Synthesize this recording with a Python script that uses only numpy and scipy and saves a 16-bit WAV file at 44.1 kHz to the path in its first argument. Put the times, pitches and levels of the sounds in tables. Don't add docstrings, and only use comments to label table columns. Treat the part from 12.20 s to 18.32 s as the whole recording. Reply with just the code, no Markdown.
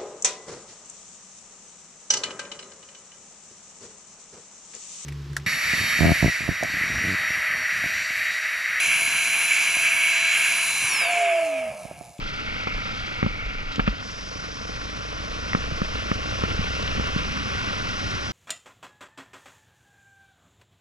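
import sys
import numpy as np
from scipy import signal
from scipy.fft import rfft, irfft
from scipy.io import wavfile

SR = 44100
rng = np.random.default_rng(int(sys.argv[2]) if len(sys.argv) > 2 else 0)


def output_pcm(signal):
    pcm = np.clip(np.atleast_2d(signal).T, -1, 1) * 32767
    wavfile.write(sys.argv[1], SR, np.round(pcm).astype(np.int16))


N = 269892
T = np.arange(N) / SR
HZ = np.fft.rfftfreq(N, 1 / SR)
EDGE_HZ = 11100


def amp(db):
    return 10 ** (np.asarray(db) / 20)


def unit(x):
    return x / np.sqrt(np.mean(x ** 2) + 1e-20)


def curves(rows):
    s, *columns = np.transpose(rows)
    return [np.interp(T, s, column) for column in columns]


def colour(x, points):
    hz, db = np.transpose(points)
    gain = amp(np.interp(np.log(HZ + 1), np.log(hz), db))
    return unit(irfft(rfft(x) * gain, N))


def wander(rate_hz):
    slow = np.exp(-(HZ / rate_hz) ** 2)
    return unit(irfft(rfft(rng.standard_normal(N)) * slow, N))


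def fuzzy_band(hz, width_hz):
    resonance = 1 / (1 + ((HZ - hz) / width_hz) ** 2)
    return unit(irfft(rfft(rng.standard_normal(N)) * resonance, N))


def ring(modes):
    t = np.arange(SR // 8) / SR
    return sum(amp(db - 60 * t / t60) * np.sin(2 * np.pi * hz * t) for hz, db, t60 in modes)


def rattle(hz, t60, q=1.0, strike=6, overtone_reach=1.87):
    t = np.arange(SR // 8) / SR
    drive = rng.standard_normal(len(t)) - strike * (t == 0)
    top_hz = min(overtone_reach * hz, EDGE_HZ)
    drive = signal.sosfilt(signal.butter(4, top_hz, fs=SR, output="sos"), drive)
    b, a = signal.iirpeak(hz, q, SR)
    ringing = signal.lfilter(b, a, signal.lfilter(b, a, drive))
    return amp(-60 * t / t60) * unit(ringing)


def grains(per_s, spread_db):
    size = amp(spread_db * np.minimum(rng.exponential(1, N), 4))
    happens = rng.random(N) < per_s / SR
    return unit(np.sign(rng.standard_normal(N)) * size * happens)


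def add(mix, s, sound):
    part = mix[round(s * SR):][:len(sound)]
    part += sound[:len(part)]


CHANGE_S, CHANGE_LASTS_S = 1.82, 0.015


def on_road():
    return np.clip((T - CHANGE_S) / CHANGE_LASTS_S + .5, 0, 1)


def by_ground(x, on_rocks, on_dirt):
    road = on_road()
    return (1 - road) * colour(x, on_rocks) + road * colour(x, on_dirt)


# time in seconds, firings per second.
ENGINE_SPEED = [(0.0, 26.48), (0.5, 27.18), (0.95, 26.87), (1.3, 24.19), (1.9, 23.06), (2.2, 23.34),
                (3.1, 26.9), (3.8, 29.46), (4.15, 30.56), (4.45, 32.18), (4.85, 33.24), (5.3, 33.26),
                (6.12, 31.4)]
# time in seconds, opening from 0 to 1.
THROTTLE_OPENING = [(0, 0.03), (.5, 0.65), (.8, 0), (1.3, 0.62), (1.9, .36), (2.9, 0.73), (4.1, 1),
                    (4.85, 0.92), (5.15, 0), (6.12, 0.04)]
CRUISE_RATE = 28


def effort(octave_db, throttle_db=0, rocks_db=0):
    (speed,), (opening,) = curves(ENGINE_SPEED), curves(THROTTLE_OPENING)
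    speed_gain_db = octave_db * np.log2(speed / CRUISE_RATE)
    return amp(speed_gain_db + throttle_db * opening + rocks_db * (1 - on_road()))


# pitch in Hz, gain in dB.
GUST_COLOUR = [(8, -41), (18, -0.5), (30, -15), (42, -13), (60, -17), (140, -48), (400, -80)]
# pitch in Hz, gain in dB.
EDDY_COLOUR = [(30, -12), (60, -0.5), (95, 8.5), (140, -1), (200, 0.5), (280, -6), (380, -16), (600, -13),
               (1200, -23), (4000, -74)]


def wind(rumble_db=-40.5, buffet_db=-38.5, gusty_db=2.5, lumpy_db=1.0):
    gusts = colour(rng.standard_normal(N), GUST_COLOUR) * amp(gusty_db * wander(3.4))
    eddies = colour(rng.standard_normal(N), EDDY_COLOUR) * amp(lumpy_db * wander(33))
    gust_gain = amp(rumble_db) * effort(octave_db=13.5, throttle_db=1.5, rocks_db=-0.5)
    eddy_gain = amp(buffet_db) * effort(octave_db=15, rocks_db=-0.5)
    return gust_gain * unit(gusts) + eddy_gain * unit(eddies)


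# time of the middle in seconds, peak level in dB, sway rate in Hz.
HELMET_BUMPS = [(0.039, -30, 25), (.56, -25, 32), (0.709, -30, 20), (1.061, -27, 95), (1.109, -27, 32),
                (1.28, -26, 43), (1.395, -23.5, 21.8), (1.46, -24, 23.5), (1.629, -24, 36),
                (1.701, -21, 42), (3.11, -32.5, 30)]


def bumps(sway_cycles=3.9):
    out = np.zeros(N)
    for s, db, hz in HELMET_BUMPS:
        length = sway_cycles / hz
        t = np.arange(-length / 2, length / 2, 1 / SR)
        swell = np.cos(np.pi * t / length) ** 2
        sway = amp(db) * swell * np.cos(2 * np.pi * hz * t)
        out += np.interp(T, s + t, sway, left=0, right=0)
    return out


# time in seconds, level of the hiss in dB.
GRIT_LEVEL = [(0, -43), (.5, -43.5), (.78, -41), (1.15, -47), (1.8, -45.5), (1.9, -42.8), (2.25, -42.5),
              (2.8, -44.5), (3.7, -42), (6.12, -40.5)]
# pitch in Hz, gain in dB.
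HISS_ON_ROCKS = [(1500, -49), (3200, 12), (4000, 7.5), (4900, 8.5), (5800, 3), (6600, -4.5), (7400, -13.5),
                 (8800, -17.5), (10000, -24), (11000, -22)]
# pitch in Hz, gain in dB.
HISS_ON_ROAD = [(1500, -7), (3200, -4), (4000, -9.5), (4900, 2.5), (5600, 3), (6200, -3), (7000, -13),
                (8000, -21.5), (8900, -21.5), (10000, -30), (11000, -29)]


def tyres(flutter_db=1.16):
    hiss_db, = curves(GRIT_LEVEL)
    grit = grains(per_s=14000, spread_db=3.0) * amp(flutter_db * wander(70))
    return amp(hiss_db) * by_ground(grit, HISS_ON_ROCKS, HISS_ON_ROAD)


# start in seconds, starting level in dB, pitch in Hz, time to fall by 60 dB in seconds.
STONE_CLACKS = [(.473, -26, 960, 0.029), (1.518, -38.5, 3380, 0.26), (1.558, -30.5, 3330, 0.044),
                (1.599, -22.5, 2060, 0.022), (1.665, -30.5, 1700, 0.12), (1.826, -29, 1230, 0.021),
                (3.3323, -22, 1700, 0.026), (4.626, -30, 3580, 0.026), (4.677, -28, 2780, 0.025)]


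def clacks():
    out = np.zeros(N)
    for s, db, hz, t60 in STONE_CLACKS:
        add(out, s, amp(db) * rattle(hz, t60))
    return out


# start in seconds, peak level in dB,
# direction +1 or -1, contact time in milliseconds, time for the thud to fall by 60 dB in seconds.
HOUSING_KNOCKS = [(0.4715, -15.5, -1, 0.2, 0.0062), (1.0284, -9.5, -1, 0.61, .018),
                  (1.045, -15.5, -1, 2.6, 0.011), (1.0627, -13, 1, 0.59, 0.041),
                  (1.5822, -19, 1, 0.94, 0.024), (1.5949, -8.5, -1, 0.17, 0.021),
                  (1.6772, -8.5, -1, 0.18, 0.044), (3.3494, -7, -1, 0.36, 0.019),
                  (3.5208, -21.5, 1, 5.6, 0.034), (3.6175, -12, -1, 0.4, 0.024),
                  (3.9154, -9.5, -1, 0.37, 0.019), (4.2372, -10, -1, 0.53, 0.015),
                  (4.3904, -16.5, 1, 3.7, 0.021), (4.7967, -13.5, -1, 0.66, 0.014),
                  (4.962, -12.5, 1, 2, 0.015)]
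# pitch in Hz, level against the thud in dB, time to fall by 60 dB in seconds.
HOUSING_MODES = [(456, -9, 0.011), (704, -45, 0.003), (1260, -4, 0.0092), (1580, -21.5, 0.018),
                 (2530, -18, 0.006)]
# pitch in Hz, level against the knock in dB
# (before a long contact softens it), time to fall by 60 dB in seconds.
MOUNT_ON_ROCKS = [(670, -20, 0.062), (2190, -19.5, 0.047)]
# pitch in Hz, level in dB, fall time in seconds.
MOUNT_ON_ROAD = [(1700, -20, 0.044)]
THUD_HZ = 204.3


def knocks(spring_back_hz=55, hard_contact_ms=0.65):
    out, t = np.zeros(N), np.arange(SR // 100) / SR
    spring_back = signal.butter(1, spring_back_hz, "high", fs=SR)
    for s, db, direction, contact_ms, thud_t60 in HOUSING_KNOCKS:
        push = np.sin(np.pi * np.minimum(1000 * t / contact_ms, 1))
        knock = signal.fftconvolve(push, ring([(THUD_HZ, 0, thud_t60)] + HOUSING_MODES))
        knock = signal.lfilter(*spring_back, knock)
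        add(out, s, direction * amp(db) * knock / abs(knock).max())
        mount = MOUNT_ON_ROCKS if s < CHANGE_S else MOUNT_ON_ROAD
        shake = sum(amp(share_db) * rattle(hz, t60) for hz, share_db, t60 in mount)
        add(out, s, amp(db) * shake / np.hypot(1, contact_ms / hard_contact_ms))
    return out


# time in seconds, level in dB.
CHAIN_LEVEL = [(0, -47), (.5, -38), (.8, -44.5), (1.3, -40), (1.7, -54)]


def chain():
    whirr_db, = curves(CHAIN_LEVEL)
    return amp(whirr_db) * (1 - on_road()) * fuzzy_band(hz=2250, width_hz=200)


def gears(cycles, level_db=-54, mesh_db=-57, meshes_per_cycle=11.7):
    tone = np.sqrt(2) * np.sin(2 * np.pi * meshes_per_cycle * cycles)
    hum = amp(mesh_db + 3.6 * wander(8.2)) * tone
    song_gain = amp(level_db) * effort(octave_db=38, throttle_db=4.5, rocks_db=2.5)
    return hum + song_gain * fuzzy_band(hz=2780, width_hz=310)


# pitch in Hz, gain in dB.
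CLATTER_ON_ROCKS = [(300, -4), (550, -6.5), (850, -7.5), (1100, -5.5), (1400, 6.5), (1650, -5),
                    (2000, -0.5), (2300, -3), (2700, 0.5), (3300, -12), (4200, -39), (7000, -40.5)]
# pitch in Hz, gain in dB.
CLATTER_ON_ROAD = [(300, -7.5), (550, -6.5), (850, -13), (1130, -0.5), (1260, -4), (1420, 2.5),
                   (1650, -5.5), (2000, -3.5), (2450, -4.5), (2800, -6.5), (3300, -7.5), (4200, -8.5),
                   (7000, -35.5)]


def clatter(cycles, level_db=-38.0, valve_depth=0.058, crank_depth=0.047, flutter_db=1.1):
    valve_beat = valve_depth * np.cos(2 * np.pi * (cycles + 0.37))
    crank_beat = crank_depth * np.cos(4 * np.pi * (cycles + 0.8))
    ticks = grains(per_s=9000, spread_db=1.5) * (1 + valve_beat + crank_beat)
    ticks = ticks * amp(flutter_db * wander(27))
    gain = amp(level_db) * effort(octave_db=13.5, rocks_db=0.45)
    return gain * by_ground(ticks, CLATTER_ON_ROCKS, CLATTER_ON_ROAD)


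def drone(cycles, level_db=-48.5):
    hum = np.sqrt(2) * np.cos(4 * np.pi * (cycles + 0.029))
    return amp(level_db) * effort(octave_db=9, throttle_db=10, rocks_db=-5) * hum


def intake(cycles, level_db=-57.0, rasp=0.27, open_s=.0025):
    pulses = np.diff(np.floor(cycles - .715), prepend=-1)
    gate = signal.oaconvolve(pulses, signal.windows.gaussian(SR // 40, open_s * SR), "same")
    airbox = [(200, -33), (340, -25.0), (440, 8.5), (520, 4.0),
              (640, 4), (760, -8.5), (1200, -43), (3000, -62)]
    breath = colour(gate * rng.standard_normal(N), airbox)
    puffs = colour(pulses, airbox) + rasp * breath
    return amp(level_db) * effort(octave_db=3.0, throttle_db=11) * unit(puffs)


def firings(cycles, level_db=-47.5, uneven_db=3.6, blow_s=0.0034):
    pulses = np.diff(np.floor(cycles - .63), prepend=-1) * amp(uneven_db * wander(27))
    blow = np.sin(np.pi * np.minimum(T[:SR // 100] / blow_s, 1)) ** 2
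    pipe_modes = [(88, 0, 0.06), (117, -10.5, 0.13), (204.0, -1.5, 0.066),
                  (287.0, 1, 0.094), (311.4, -0.5, 0.05)]
    pipe = signal.fftconvolve(blow, ring(pipe_modes))
    thump = colour(signal.oaconvolve(pulses, pipe)[:N], [(66, -15), (84, -16.5)])
    return -amp(level_db) * effort(octave_db=2, throttle_db=1.0, rocks_db=-4.0) * thump


def port_difference(x, boost=1.79, centre_hz=950, top_hz=12000):
    u = HZ / centre_hz
    tilt = -1j * boost * 2 * u / (1 + u ** 2)
    return irfft(rfft(x) * tilt / np.hypot(1, HZ / top_hz), N)


def scene(scatter_db=-12, clatter_scatter_db=-12):
    speed, = curves(ENGINE_SPEED)
    cycles = np.cumsum(speed) / SR
    ground_and_air = wind() + bumps() + tyres() + clacks() + knocks()
    engine = chain() + gears(cycles) + clatter(cycles) + drone(cycles) + intake(cycles) + firings(cycles)
    mid = ground_and_air + engine
    scattered = amp(scatter_db) * tyres() + amp(clatter_scatter_db) * clatter(cycles)
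    side = port_difference(mid) + scattered
    return np.array([mid + side, mid - side])


def record(dry, ceiling=0.88, low_cut_hz=12):
    overloaded = ceiling * np.tanh(dry / ceiling)
    limited = signal.lfilter(*signal.butter(1, low_cut_hz, "high", fs=SR), overloaded)
    top_cut = signal.firwin(801, EDGE_HZ, window=("kaiser", 9), fs=SR)
    return signal.oaconvolve(limited, top_cut[None], "same")


dry = scene()
out = record(dry)
output_pcm(out)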